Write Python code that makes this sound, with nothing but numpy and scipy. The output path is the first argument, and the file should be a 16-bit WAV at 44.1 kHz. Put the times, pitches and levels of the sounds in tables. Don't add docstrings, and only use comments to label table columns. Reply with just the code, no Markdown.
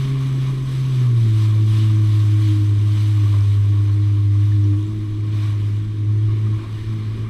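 import sys
import numpy as np
from scipy import signal
from scipy.fft import rfft, irfft, next_fast_len
from scipy.io import wavfile
from scipy.ndimage import uniform_filter1d, map_coordinates

SR = 44100
rng = np.random.default_rng(int(sys.argv[2]) if len(sys.argv) > 2 else 0)


def gain_from_decibels(decibels):
    exponent = np.asarray(decibels, float) / 20
    return 10 ** exponent


def wav_out(sig):
    wavfile.write(sys.argv[1], SR, np.round(np.clip(np.atleast_2d(sig).T, -1, 1) * 32767).astype(np.int16))


N = 321489

# (time [s], firing rate [Hz])
ENGINE_SPEED = [(0, 133.8), (.9, 130.9), (1.05, 123.7), (1.3, 109), (1.5, 107.3), (1.82, 108),
                (2.15, 105.5), (2.7, 103.1), (3.05, 105), (3.42, 101.5), (4.1, 102.6), (4.3, 101.6),
                (4.75, 101.8), (5.3, 105.7), (5.6, 103.4), (6.0, 104.5), (6.25, 106.9), (7.29, 108.2)]
# (time [s], length [s], change [Hz])
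ENGINE_FLARES = [(.15, .2, 1), (.4, 0.11, -1), (.62, .12, 0), (2.42, 0.092, 1.7), (4.5, 0.13, 1.8),
                 (4.93, 0.181, 3.5), (5.88, .13, 2.5), (6.7, 0.092, 1), (6.9, 0.14, 1.7),
                 (7.0, 0.058, -0.8), (7.2, 0.15, 2)]
# (start [s], length [s], loss [dB])
OUTLET_CHOKES = [(.52, 0.22, 3), (1.3, 0.26, 0.33), (2.55, 0.61, 1.1), (3.75, 0.49, 0.9), (4.75, 1.33, 4.5),
                 (4.85, 0.34, 4.5), (5.181, .15, 1.5), (5.816, 0.16, 4.5), (6.08, 0.59, 2.3),
                 (6.366, 0.059, 3), (6.48, .06, 2.5), (6.573, 0.93, 7), (6.6, .12, 6), (6.763, 0.1, 7.5),
                 (6.953, .12, 3), (7.133, 0.063, 5.5), (7.27, 0.096, 7)]
# (time [s], length [s], change [dB])
HULL_THROBS = [(.1, 0.27, 3), (.87, 0.2, -8), (1.2, .4, 7.5), (1.8, 0.84, 12.5), (3.0, 0.29, 9),
               (4.57, .2, 10), (4.92, 0.22, 11.5), (5.33, .2, 8), (5.87, 0.14, 8), (6.12, .12, 8.5),
               (6.47, 0.16, 10), (6.95, .3, 10), (7.29, 0.14, 9)]
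# (time [s], length [s], change [dB])
JET_BARKS = [(.12, 0.2, 7.5), (.5, .15, 1.5), (.85, .2, 0), (1.38, 0.25, 3), (1.87, 0.59, 4.5),
             (2.5, 0.39, 8), (2.78, 0.11, -2.5), (3.15, 0.3, 2.5), (3.52, 0.26, -10.5), (3.95, 0.25, 1.5),
             (4.72, 0.39, 7), (5.0, 0.37, 6), (5.65, 0.22, -9), (5.85, 0.13, -2), (6.2, .25, 0.5),
             (6.42, .12, -4), (6.63, .1, 3), (6.71, 0.054, -8), (6.83, 0.11, -3), (6.95, 0.094, 4),
             (7.15, 0.36, -6.5)]
# (multiple of firing rate [1], level [dB])
UNEVEN_ORDERS = [(.5, -53), (1.5, -47.5), (2.5, -57.5), (3.5, -60)]
# (time [s], length [s], change [dB])
CYLINDER_STUMBLES = [
    (1.15, 0.33, 9),
    (1.65, 0.63, 6.5),
    (6.45, 0.27, 9),
]

# (time [s], hiss level [dB], coarseness [dB])
WATER_FLOW = [
    (0, -47.5, 1),
    (.7, -49, -0.3),
    (1.6, -49, -.5),
    (3.3, -49, -0.3),
    (4.2, -52, -.3),
    (4.8, -52.5, -1),
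    (5.15, -54, -.5),
    (6.05, -54.5, -0.5),
    (6.5, -52, 0.5),
    (7.29, -52, 1),
]
# (time [s], length [s], surge [dB])
BOW_WAVES = [(.03, 0.083, 4), (.23, 0.076, 3), (.43, 0.094, 3.5), (.74, .12, 4.5), (.96, 0.15, 3.5),
             (1.11, 0.067, -1.5), (1.24, 0.15, 2.5), (1.41, 0.12, 6), (1.77, 0.2, 7.5), (2.17, 0.24, 4.5),
             (2.48, 0.17, 5), (2.76, 0.049, 0), (3.02, 0.27, 5), (3.3, 0.17, 2), (3.52, 0.098, 2),
             (3.85, .15, 1), (4.07, .1, 1), (4.48, .15, 3), (5.4, 0.17, 8.5), (5.66, 0.17, 3.5),
             (6.36, .15, 1), (6.78, 0.14, 2)]
# (time [s], length [s], change [dB])
AIR_GURGLES = [(.3, 0.13, 3), (.52, .1, 2.5), (.69, 0.045, 2.5), (1.04, .06, 3), (1.15, .08, -3),
               (1.5, 0.2, 2.5), (1.64, .07, -5), (2.33, 0.048, 3.5), (2.5, .15, 1.5), (2.78, .2, -2.5),
               (3.35, .12, 2.5), (3.75, 0.061, 3.5), (3.89, .05, 5), (4.68, .05, -2.5), (4.73, .04, 5),
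               (5.5, 0.4, 5.5), (5.95, 0.11, -1), (6.19, .06, -0.5), (6.33, .08, 3), (6.62, 0.17, 4.5),
               (7.27, .1, 4)]
# (frequency [Hz], level per Hz [dB])
WASH_SPECTRUM = [(400, -37.5), (520, -4.5), (800, -12.5), (1000, -0.5), (1120, 3), (1250, -4),
                 (1500, -28.5)]
# (frequency [Hz], level per Hz [dB])
FOAM_SPECTRUM = [(500, -28), (750, -8), (1400, -3), (2000, -1.5), (2500, -0.5), (3000, -8), (3800, -30)]
# (frequency [Hz], level per Hz [dB])
HISS_SPECTRUM = [(2000, -29), (2600, -1), (3800, -1), (4600, -11), (5600, -12.5), (6500, -29.5),
                 (8000, -35.5)]
# (frequency [Hz], level per Hz [dB])
MIST_SPECTRUM = [(4500, -30), (6000, -2.5), (7000, -5), (10000, -9), (13000, -13), (14600, -13),
                 (15100, -16), (15500, -25.5), (16500, -53)]
# (centre [Hz], width [Hz], gain [dB])
CASE_RESONANCES = [(651, 38, 6.5), (1095, 145, 3), (2343, 67, 3), (2660, 250, -9), (2780, 110, 2.5),
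                   (3820, 170, 0.5), (4336, 78, 6), (4960, 350, 4.5), (5160, 120, 0.5), (6070, 320, 4.5),
                   (6970, 700, -3), (8000, 740, 5.5), (10380, 440, 3.5)]

# (frequency [Hz], level per Hz [dB])
BUFFET_SPECTRUM = [(8, -33), (18, -0.5), (26, 0), (36, -4), (50, -6), (70, -3), (90, -6), (120, -8.5),
                   (200, -47)]
# (time [s], length [s], change [dB])
WIND_GUSTS = [(.38, .08, -6), (1.32, .12, 6), (1.46, .12, -11), (1.62, .06, -12), (1.7, .1, 5),
              (2.8, .08, 4), (4.55, 0.079, 10), (4.66, .12, -11.5), (5.03, .1, 6), (5.47, .1, -10),
              (5.66, 0.22, 2.5), (6.29, 0.091, 6), (6.54, .1, 9), (6.83, .1, 9), (7.2, .2, 3.5)]
# (frequency [Hz], level per Hz [dB])
HULL_SPECTRUM = [(70, -44), (110, -9), (150, -1.5), (200, -2), (260, -1.5), (380, -4.5), (450, -13.5),
                 (600, -29.5), (800, -49)]
# (time [s], length [s], change [dB])
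HULL_SLAPS = [(.2, 0.14, -4.5), (.95, 0.13, -1), (1.25, 0.24, 2), (1.6, .1, 2), (2.65, .12, 3),
              (4.3, .4, -3), (4.55, .1, -3.5), (4.65, .1, 3), (5.05, .08, -4), (5.85, 0.27, -3),
              (6.4, .25, 3), (6.85, 0.14, -3), (7.2, .12, 2.5)]
# (time [s], peak level [dB], ring [Hz], ring t60 [s], tick re ring [dB])
CASE_DROPS = [(1.556, -37.5, 501, 0.083, -32), (1.58, -37, 670, 0.026, -30), (2.2, -35, 3724, 0.017, -10),
              (3.363, -40, 3720, 0.017, -11), (3.408, -33.5, 5040, .012, -1.5),
              (4.52, -36, 1749, 0.041, -14.5), (4.612, -43, 7800, .012, 0), (4.64, -43, 5600, 0.022, -6),
              (4.763, -45.5, 8200, 0.016, -16), (4.828, -36, 6400, 0.0061, 0.5),
              (4.867, -45.5, 7240, 0.024, -5), (4.895, -48, 8000, 0.025, -13), (6.466, -35, 1196, .05, -30),
              (6.526, -37, 1050, 0.042, -30), (6.59, -40, 1500, 0.049, -35), (6.783, -42, 1773, .06, -40),
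              (6.838, -41, 1787, 0.047, -30)]

SLOW_HZ = 103
MEAN_FLOW_DB = -51


def unit(x):
    return x / np.sqrt(np.mean(np.abs(x) ** 2) + 1e-20)


def curves(rows):
    times, *columns = np.transpose(rows)
    return [np.interp(np.arange(N) / SR, times, column) for column in columns]


def wobble(rate):
    knots = rng.standard_normal(int(N * 200 / SR) + 4)
    return map_coordinates(knots, [np.arange(N) * rate / SR])


def slowly(shape):
    t = np.arange(0, N / SR + .002, .002)
    return np.interp(np.arange(N) / SR, t, shape(t))


def swells(rows, lingers=1):
    def total(t):
        level = np.zeros(len(t))
        for centre, length, size in rows:
            stretch = np.where(t > centre, lingers, 1)
            level += size * np.exp(-(2 * (t - centre) / length / stretch) ** 2)
        return level
    return slowly(total)


def soft_step(x):
    return .5 + .5 * np.tanh(x)


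def shaped(x, gain_db):
    m = next_fast_len(N + 8192)
    hz = np.fft.rfftfreq(m, 1 / SR)
    return irfft(rfft(x, m) * gain_from_decibels(gain_db(hz)), m)[:N]


def firing():
    return curves(ENGINE_SPEED)[0] + swells(ENGINE_FLARES)


def choke_db():
    cover_s, clear_s = .03, 0.012

    def loss(t):
        return sum(db * soft_step((t - start) / cover_s) * soft_step((start + length - t) / clear_s)
                   for start, length, db in OUTLET_CHOKES)
    return slowly(loss)


def engine():
    firing_hz = firing()
    faster, lost_db = firing_hz - SLOW_HZ, choke_db()

    first_db = -14 - 5 * soft_step((firing_hz - 127.8) / 2.8) - lost_db
    second_db = -49.5 + .35 * faster + swells(HULL_THROBS)
    third_db = -36 - 0.4264 * faster - .3 * lost_db + swells(JET_BARKS)
    panel_hz, panel_width_hz, panel_db = 404.7, 16, 12.5
    fourth_db = -64 + panel_db / (1 + (2 * (4 * firing_hz - panel_hz) / panel_width_hz) ** 2)

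    choke = np.clip((-13.0 - first_db) / 12, 0, 1)
    turn = 2 * np.pi * np.cumsum(firing_hz) / SR + (0.028 + 0.1 * choke) * wobble(35)
    drone = gain_from_decibels(first_db + (.4 + .6 * choke) * wobble(55)) * np.sin(turn)
    drone += gain_from_decibels(second_db + 1.8 * wobble(18)) * np.sin(2 * turn + 1.5 + .5 * wobble(14))
    drone += gain_from_decibels(third_db + 1.2 * wobble(18)) * np.sin(3 * turn - .8 + .3 * wobble(14))
    drone += gain_from_decibels(fourth_db + 2.1 * wobble(17)) * np.sin(4 * turn + 0.98 * wobble(11))

    stumble_db = swells(CYLINDER_STUMBLES)
    for order, db in UNEVEN_ORDERS:
        order_db = db - 0.35 * faster + stumble_db * (order - .5) / 2 + 2.3 * wobble(5)
        drone += gain_from_decibels(order_db) * np.sin(order * turn + 0.43 * wobble(7))
    return np.sqrt(2) * drone


def case_db(hz):
    return sum(db / (1 + (2 * (hz - centre) / width) ** 2) for centre, width, db in CASE_RESONANCES)


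def rush(spectrum, patchy_db, crackle):
    density = .02
    grains = rng.standard_normal(N) * (rng.random(N) < density) / np.sqrt(density)
    z = signal.stft(rng.standard_normal(N) + crackle * grains, nperseg=512)[2]
    field = uniform_filter1d(rng.standard_normal(z.shape), size=8, axis=0)
    patches = unit(uniform_filter1d(field, size=10, axis=1))
    noise = signal.istft(z * gain_from_decibels(patchy_db * patches), nperseg=512)[1][:N]
    f, db = np.transpose(spectrum)

    def colour(hz):
        return np.interp(np.log(hz + 1), np.log(f + 1), db, -120, -120) + case_db(hz)
    return unit(shaped(noise, colour))


def spray():
    hiss_db, coarse_db = curves(WATER_FLOW)
    flow_db = hiss_db - MEAN_FLOW_DB
    wave_db = swells(BOW_WAVES, lingers=1.77)
    gurgle_db = swells(AIR_GURGLES)

    def follow(db, flow, wave, coarse):
        return gain_from_decibels(db + flow * flow_db + wave * wave_db + coarse * coarse_db + 0.23 * wobble(9))

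    lumpy = unit(gain_from_decibels(1.45 * wobble(36)) * rush(WASH_SPECTRUM, patchy_db=0.84, crackle=0.64))
    wash = follow(0, flow=0.85, wave=0.22, coarse=0.59) * gain_from_decibels(gurgle_db) * lumpy
    foam = follow(0.98, flow=0.77, wave=0.63, coarse=0.89) * gain_from_decibels(0.27 * gurgle_db)
    foam *= rush(FOAM_SPECTRUM, patchy_db=0.6, crackle=0.35)
    hiss = gain_from_decibels(flow_db + wave_db) * rush(HISS_SPECTRUM, patchy_db=0.97, crackle=0.47)
    mist = follow(-8, flow=1.29, wave=0.91, coarse=-1.3) * rush(MIST_SPECTRUM, patchy_db=1.0, crackle=0.46)
    surge_db = MEAN_FLOW_DB + 0.24 * wobble(14) + 0.39 * wobble(60)
    return gain_from_decibels(surge_db) * (wash + foam + hiss + mist)


def wind():
    buffet_db = -41 + 0.1224 * (firing() - SLOW_HZ) + swells(WIND_GUSTS)
    lumps = gain_from_decibels(1 * wobble(8.9))
    return gain_from_decibels(buffet_db) * unit(lumps * rush(BUFFET_SPECTRUM, patchy_db=-0.6, crackle=0))


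def hull():
    drum_db = -41.5 + 0.1522 * (firing() - SLOW_HZ) + 0.11 * choke_db() + swells(HULL_SLAPS)
    return gain_from_decibels(drum_db + 0.74 * wobble(8.9)) * rush(HULL_SPECTRUM, patchy_db=0.5, crackle=0)


def drops():
    out, t = np.zeros(N + SR), np.arange(SR // 10) / SR
    for start, db, hz, t60, tick_db in CASE_DROPS:
        rising = np.sin(2 * np.pi * hz * t * (1 + 0.075 * t / t60))
        ring = gain_from_decibels(-60 * t / t60) * (1 - np.exp(-t * hz / 0.84)) * rising
        click = np.convolve(rng.standard_normal(len(t)), [0.32, 0.37, -0.63, -.5], "same")
        tick = gain_from_decibels(tick_db - 60 * t / .004) * click
        out[round(start * SR):][:len(t)] += gain_from_decibels(db) * (ring + tick)
    return shaped(out[:N], lambda hz: -14 * (hz / 10000) ** 4)


def scene():
    return (engine() + spray() + wind() + hull() + drops())[None]


def band_limit(x):
    return signal.sosfilt(signal.butter(12, 15340, fs=SR, output="sos"), x)


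def record(dry):
    hz, _, z = signal.stft(dry, SR, nperseg=1024)
    hz = hz[:, None]
    level = uniform_filter1d(uniform_filter1d(np.abs(z), size=2, axis=1), size=4, axis=2)
    floor_db = -97 + 8 * (hz / 15350) ** 50
    kept = (level > gain_from_decibels(floor_db)) | (hz < 10500)
    thinned = signal.istft(z * kept, SR, nperseg=1024)[1][:, :N]
    return band_limit(thinned)


dry = scene()
out = record(dry)
wav_out(out)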